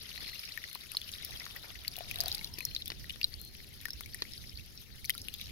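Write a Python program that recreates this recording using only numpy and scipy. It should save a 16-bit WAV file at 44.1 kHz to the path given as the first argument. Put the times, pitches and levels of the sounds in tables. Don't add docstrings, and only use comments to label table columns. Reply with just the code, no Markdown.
import sys
import numpy as np
from scipy import signal
from scipy.fft import rfft, irfft, next_fast_len
from scipy.io import wavfile
from scipy.ndimage import uniform_filter1d, map_coordinates

SR = 44100
rng = np.random.default_rng(int(sys.argv[2]) if len(sys.argv) > 2 else 0)


def volts(x):
    e = np.asarray(x, float) / 20
    return 10 ** e


def transcribe(signal):
    frames = np.atleast_2d(signal).T
    limited = np.clip(frames, -1, 1)
    pcm = np.round(limited * 32767).astype(np.int16)
    wavfile.write(sys.argv[1], SR, pcm)


N = 242991

# start_s, start_pitch_hz, ring_level_db, snap_ref_db
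BUBBLES = [(0.117, 3000, -37, -45), (0.177, 1960, -29, -43), (0.393, 5040, -26.5, -49),
           (0.4528, 5360, -28, -29), (0.521, 4060, -31.5, -42), (0.5753, 1800, -19.5, -22),
           (0.64, 1950, -21, -52), (0.7304, 3460, -38, -22), (0.7498, 4130, -32.5, -18),
           (0.9178, 2600, -32, -18), (0.9508, 4960, -27, -31), (0.9691, 4150, -16.5, -10.5),
           (1.0156, 3340, -28.5, -24), (1.1173, 4830, -57, -19), (1.1276, 4100, -52, -25),
           (1.2236, 3730, -33, -38), (1.2484, 5370, -24.5, -11), (1.3093, 3800, -29, -39),
           (1.3985, 5020, -28, -47), (1.418, 2100, -28.5, -50), (1.4544, 4400, -31, -20.5),
           (1.563, 1880, -27.5, -22), (1.849, 2060, -27, -46), (1.8797, 4500, -19.5, -11.5),
           (1.957, 2750, -28, -28), (1.966, 3400, -36, -13), (1.987, 2850, -32.5, -18),
           (2.1123, 2500, -23, -16), (2.1432, 2700, -32, -25), (2.1583, 3720, -25.5, -22),
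           (2.1865, 3360, -26, -17), (2.2044, 4880, -15, -11), (2.2106, 4600, -20.5, -12),
           (2.237, 1590, -30, -15), (2.2587, 4500, -21, -16.5), (2.282, 3730, -24.5, -14),
           (2.3166, 4430, -19.5, -31), (2.3259, 4480, -21, -18), (2.3476, 4780, -24, -17),
           (2.351, 4060, -25, -12), (2.381, 4560, -29, -31), (2.392, 3920, -31, -32),
           (2.412, 2160, -28, -49), (2.445, 4120, -24.5, -18.5), (2.539, 5300, -30, -25),
           (2.5883, 2580, -34, -17), (2.606, 2450, -23, -24), (2.6519, 5370, -19, -7),
           (2.749, 4570, -19.5, -21), (2.7639, 3870, -20.5, -38.5), (2.8215, 3670, -22, -50),
           (2.8584, 3260, -34, -20), (2.879, 3450, -31, -16.5), (3.043, 1870, -30, -29),
           (3.0968, 2800, -21.5, -48), (3.1049, 2950, -23, -46), (3.214, 2670, -19.5, -24),
           (3.231, 4500, -19.5, -38), (3.2429, 3940, -12, -25), (3.34, 4400, -30, -50),
           (3.4153, 4200, -51, -19.5), (3.45, 4070, -53, -22.5), (3.8136, 1920, -45, -24),
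           (3.8548, 1785, -19, -16.5), (3.8842, 1520, -28, -30), (3.905, 5300, -24, -25),
           (3.933, 5460, -28, -25.5), (4.0085, 2060, -32.5, -12), (4.06, 2200, -35.5, -24.5),
           (4.1455, 1875, -29.5, -15.5), (4.2211, 4140, -17, -28), (4.335, 5200, -31.5, -23.5),
           (4.378, 4480, -34.5, -45), (4.44, 1990, -32.5, -53), (4.495, 5000, -32, -49),
           (4.574, 4450, -31, -43), (4.776, 5500, -33, -45), (5.0442, 2210, -32.5, -24),
           (5.0508, 4300, -29.5, -17.5), (5.057, 5940, -27, -25), (5.096, 2014, -14, -5.5),
           (5.1033, 3090, -17, -9.5), (5.144, 4830, -33, -28), (5.1507, 1330, -29.5, -20.5),
           (5.179, 3820, -31, -21.5), (5.217, 5540, -29, -18), (5.2844, 2740, -21, -22.5),
           (5.34, 3430, -27, -15.5), (5.4131, 3670, -27, -23)]
# start_s, level_db, pitch_hz
AIR_GULPS = [(0.755, -16, 1000), (0.948, -15.5, 1070), (1.465, -11.5, 1230), (1.981, -24, 716),
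             (2.007, -17.5, 687), (2.2, -26, 670), (2.261, -22.5, 657), (4.009, -13, 1300)]
# time_s, fizz_level_db
OUTFLOW = [(0, -43.5), (0.35, -42), (0.87, -45.5), (1.1, -43), (1.45, -44), (1.75, -46), (2.0, -44),
           (2.33, -42.5), (2.5, -45), (3.1, -47.5), (3.75, -48), (4.45, -45.5), (4.85, -50), (5.1, -47),
           (5.51, -45)]
# time_s, pitch_hz, rms_level_db
AIR_GAP = [(0, 590, -59), (1.6, 645, -63), (2.12, 695, -51.5), (2.25, 697, -38.5), (2.36, 863, -49.5),
           (2.62, 1000, -52.5), (2.75, 1050, -87)]
# start_s, end_s, level_before_strokes_db
CRICKET_TRILLS = [(0.13, 0.43, -59.5), (0.62, 0.79, -64), (2.59, 2.832, -59), (3.369, 3.528, -61.5)]
# freq_hz, left_gain_db, right_gain_db
MIC_RESPONSE = [(393, -9.5, -26), (1000, -13.5, -31), (1643, -6.5, -25), (1800, -1.5, -18),
                (2520, -1.5, -19), (2810, -1.5, -7.5), (3840, 3, -2), (5370, 0, 1), (6655, -4.5, -6),
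                (8280, -14, -76), (9960, -2, -38), (13500, -1, -38), (16000, -11, -23)]
# freq_hz, left_relative_db, right_relative_db
STIR_SPECTRUM = [(18, -2.5, -10.5), (58, -4, 2.5), (124, -7.5, -3.5), (208, -10, -13.5), (377, -16, -29),
                 (896, -29.5, -39), (1780, -74, -51)]
# start_s, level_db
PORT_PUFFS = [(1.751, -35), (2.25, -33.5), (3.082, -38.5), (3.943, -31.5), (4.537, -30.5)]
# start_s, level_db
RIM_KNOCKS = [(2.585, -23.5), (2.902, -16), (2.9183, -21), (3.159, -28.5), (4.221, -16)]
# time_s, level_db
PIPE_WASH = [(0, -37), (1.15, -44), (1.45, -33), (2.0, -39), (2.28, -33.5), (2.55, -50.5), (5.51, -49.5)]
# time_s, level_db
BREEZE_LEVEL = [(0, -57), (0.85, -58), (1.1, -53), (1.7, -57.5), (2.28, -48.5), (2.7, -52.5), (4.4, -52),
                (4.85, -55), (5.51, -51.5)]

BAND_TOP_HZ, CRICKET_HZ = 15780, 4220
POP_PAN_CENTRE_DB, POP_PAN_RANGE_DB = -1.5, 7
GULP_T60_AT_1KHZ_S, GULP_T60_POWER = 0.011, 3
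SPRAY_MEAN_DB, SPRAY_DB_PER_FLOW_DB = -51, 0.1


def pops():
    start_s, hz, ring_db, snap_db = np.transpose(BUBBLES)
    chance = rng.random((len(start_s), 3))
    pan_db = POP_PAN_CENTRE_DB + POP_PAN_RANGE_DB * (chance[:, 2] - 0.5)
    t60_s = (34 + 22 * chance[:, 0]) / hz
    ring = rings(hz, ring_db, t60_s, rise=0.077, attack_s=0.0001, size=1300)
    rival_hz = hz * (0.67 + 0.56 * chance[:, 1])
    rival = rings(rival_hz, ring_db - 6, 0.55 * t60_s, rise=0.15, attack_s=0.0002, size=1300)
    splash = snaps(ring_db - 5, 0.15 * t60_s, size=1300)
    tear = snaps(snap_db - 11.0, [0.009], size=600)
    tick = snaps(snap_db + 3.5, [0.0018], size=600)
    body = placed(ring + rival + splash, start_s, pan_db)
    film = placed(tear + tick, start_s, pan_db)
    body = coloured(body, lambda f: high_pass_db(f, edge_hz=1700, slope_db=2.5))
    film = coloured(film, lambda f: high_pass_db(f, edge_hz=9020, slope_db=15.0))
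    return body + film


def fizz():
    flow_db, = curves(OUTFLOW)
    lively = volts(3.2 * flow_db + 2.5 * wobble(60))
    surge = volts(1.4 * wobble(45))
    return surge * (foam(flow_db, lively) + spray(flow_db, lively) + pipe_wash())


def foam(flow_db, lively):
    grains = crowd(lively, count=2600, centre_hz=3905, spread=0.708, cycles=88, scatter_db=9.5, size=600)
    body = patchy_hiss() + volts(-7.5) * grains
    return volts(flow_db) * coloured(body, lambda f: high_pass_db(f, edge_hz=1160, slope_db=48.0)
                                   + low_pass_db(f, edge_hz=4760, slope_db=13.0))


def spray(flow_db, lively):
    level_db = SPRAY_MEAN_DB + SPRAY_DB_PER_FLOW_DB * (flow_db - flow_db.mean())
    grains = crowd(lively, count=4000, centre_hz=12170, spread=0.45, cycles=18, scatter_db=7.0, size=200)
    bright = patchy_hiss() + volts(-0.5) * grains
    return volts(level_db) * coloured(bright, lambda f: high_pass_db(f, edge_hz=9400, slope_db=11))


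def pipe_wash():
    level_db, = curves(PIPE_WASH)
    return volts(level_db) * coloured(patchy_hiss(), lambda f: low_pass_db(f, edge_hz=1450, slope_db=31.0))


def patchy_hiss():
    z = signal.stft(rng.standard_normal((2, N)), nperseg=256)[2]
    field = uniform_filter1d(rng.standard_normal(z.shape), size=5, axis=1)
    field = uniform_filter1d(field, size=7, axis=2)
    patches = volts(4.5 * field / field.std())
    return unit(signal.istft(z * patches, nperseg=256)[1][:, :N])


def crowd(lively, count, centre_hz, spread, cycles, scatter_db, size):
    chance = rng.random((count, 5))
    start_s = np.interp(chance[:, 0], np.cumsum(lively) / lively.sum(), np.arange(N) / SR)
    hz = centre_hz * np.exp(spread * (2 * chance[:, 1] - 1))
    level_db = -scatter_db * np.log(1 - 0.93 * chance[:, 2])
    t60_s = cycles * (0.12 + chance[:, 3] ** 2) / hz
    shapes = rings(hz, level_db, t60_s, rise=0.17, attack_s=0.000037, size=size)
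    shapes = shapes / np.sqrt(np.c_[t60_s * hz])
    return unit(placed(shapes, start_s, 14 * (chance[:, 4] - 0.5)))


def gulps():
    start_s, level_db, hz = np.transpose(AIR_GULPS)
    t60_s = GULP_T60_AT_1KHZ_S * (1000 / hz) ** GULP_T60_POWER
    ring = rings(hz, level_db, t60_s, rise=0.046, attack_s=0.00083, size=3500)
    burst = snaps(level_db - 5.5, 0.28 * t60_s, size=3500)
    air = placed(ring + burst, start_s, 0 * start_s)
    return coloured(air, lambda f: low_pass_db(f, edge_hz=2300, slope_db=9.5))


def knocks():
    start_s, level_db = np.transpose(RIM_KNOCKS)
    push = rings([230], level_db, [0.009], rise=1.0, attack_s=0.000081, size=900)
    crack = snaps(level_db + 2.5, [0.016], size=900)
    rim = placed(push + crack, start_s, 0 * start_s)
    return coloured(rim, lambda f: low_pass_db(f, edge_hz=2300, slope_db=9.5))


def hollow(near):
    hz, level_db = curves(AIR_GAP)
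    phase = 2 * np.pi * np.cumsum(hz * (1 + 0.0074 * wobble(26.4))) / SR
    keep = np.exp(-np.pi * 60 / SR)
    splash = uniform_filter1d(abs(near[0]), size=100)
    drive = rng.standard_normal(N) * (1 + volts(35.5) * splash)
    baseband = signal.lfilter([1], [1, -keep], drive * np.exp(-1j * phase))
    return volts(level_db) * unit((baseband * np.exp(1j * phase)).real)


def cricket():
    t, out = np.arange(N) / SR, np.zeros(N)
    phase = 2 * np.pi * CRICKET_HZ * t
    for start_s, end_s, level_db in CRICKET_TRILLS:
        swell = np.clip(np.minimum(t - start_s, end_s - t) / 0.045, 0, 1)
        strokes = 2.8 + np.sin(np.pi * 45.3 * (t - start_s)) ** 2
        note = 0.3 * np.sin(phase) + 0.75 * narrow(phase, width_hz=240)
        out += volts(level_db) * swell * strokes * note
    return out * volts([[0], [-6]])


def stir():
    noise = rng.standard_normal((3, N))
    lumps = volts(np.array([1.5 * wobble(10), 3.5 * wobble(15)]))
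    rumble = coloured(noise[:2] + 0.45 * noise[2], lambda f: along(STIR_SPECTRUM, f))
    return volts(curves(BREEZE_LEVEL)[0]) * lumps * rumble / np.std(rumble)


def puffs():
    start_s, level_db = np.transpose(PORT_PUFFS)
    push = rings([58], level_db, [0.14], rise=0.028, attack_s=0.0085, size=6000)
    return placed(push, start_s, 0 * start_s - 14)


def puddle(x):
    tail = unit(snaps(np.zeros(2), [0.03], size=2000)) / np.sqrt(2000)
    return signal.fftconvolve(x, tail, axes=1)[:, :N]


def rings(hz, db, t60, rise, attack_s, size):
    t = np.arange(size) / SR
    hz, db, t60 = np.c_[hz], np.c_[db], np.c_[t60]
    phase = 2 * np.pi * hz * t * (1 + rise * np.minimum(t / t60, 1))
    return volts(db - 60 * t / t60) * np.sin(phase) * (1 - np.exp(-t / attack_s))


def snaps(db, t60, size):
    fade = volts(-60 * np.arange(size) / SR / np.c_[t60])
    burst = unit(fade * rng.standard_normal((len(db), size)))
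    fade_rms = np.linalg.norm(fade, axis=1, keepdims=True) / np.sqrt(size)
    return volts(np.c_[db]) * burst * fade_rms


def placed(shapes, start_s, pan_db):
    lag_s = np.clip(0.00016 + 0.00006 * pan_db, -0.0004, 0.0006)
    starts_s = [start_s, np.clip(start_s + lag_s, 0, None)]
    gains = [volts(np.minimum(pan_db, 0)), volts(np.minimum(-pan_db, 0))]
    out = []
    for side_s, gain in zip(starts_s, gains):
        first = np.round(side_s * SR).astype(int)
        index = first[:, None] + np.arange(shapes.shape[1])
        out.append(np.bincount(index.ravel(), (gain[:, None] * shapes).ravel(), N + SR)[:N])
    return np.array(out)


def narrow(phase, width_hz):
    return wobble(width_hz) * np.cos(phase) + wobble(width_hz) * np.sin(phase)


def wobble(rate_hz):
    knots = rng.standard_normal(int(N * rate_hz / SR) + 4)
    return map_coordinates(knots, [np.arange(N) * rate_hz / SR])


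def coloured(x, level_db):
    m = 2 * next_fast_len(N // 2 + 4096)
    cepstrum = irfft(np.log(volts(level_db(np.fft.rfftfreq(m, 1 / SR)))), m)
    cepstrum = 2 * cepstrum * (np.arange(m) < m // 2) - cepstrum * (np.arange(m) == 0)
    return irfft(rfft(x, m) * np.exp(rfft(cepstrum, m)), m)[..., :N]


def high_pass_db(hz, edge_hz, slope_db):
    return slope_db * np.minimum(0, np.log2((hz + 20) / edge_hz))


def low_pass_db(hz, edge_hz, slope_db):
    return slope_db * np.minimum(0, np.log2(edge_hz / (hz + 20)))


def along(points, hz):
    f, *cols = np.transpose(points)
    return np.array([np.interp(np.log(hz + 1), np.log(f + 1), c) for c in cols])


def curves(rows):
    time_s, *cols = np.transpose(rows)
    return [np.interp(np.arange(N) / SR, time_s, c) for c in cols]


def unit(x):
    return x / np.sqrt(np.mean(x ** 2, axis=-1, keepdims=True) + 1e-20)


def scene():
    near = pops() + gulps() + knocks()
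    heard = near + volts(-9) * puddle(near) + fizz() + hollow(near) + cricket()
    return coloured(heard, lambda f: along(MIC_RESPONSE, f)) + stir() + puffs()


def roll_off(x):
    return signal.sosfilt(signal.butter(12, 16980, fs=SR, output="sos"), x)


def record(dry):
    heard = dry + volts(-77.0) * rng.standard_normal(dry.shape)
    heard = coloured(heard, lambda f: -30 * (f > BAND_TOP_HZ))
    return roll_off(heard)


dry = scene()
out = record(dry)
transcribe(out)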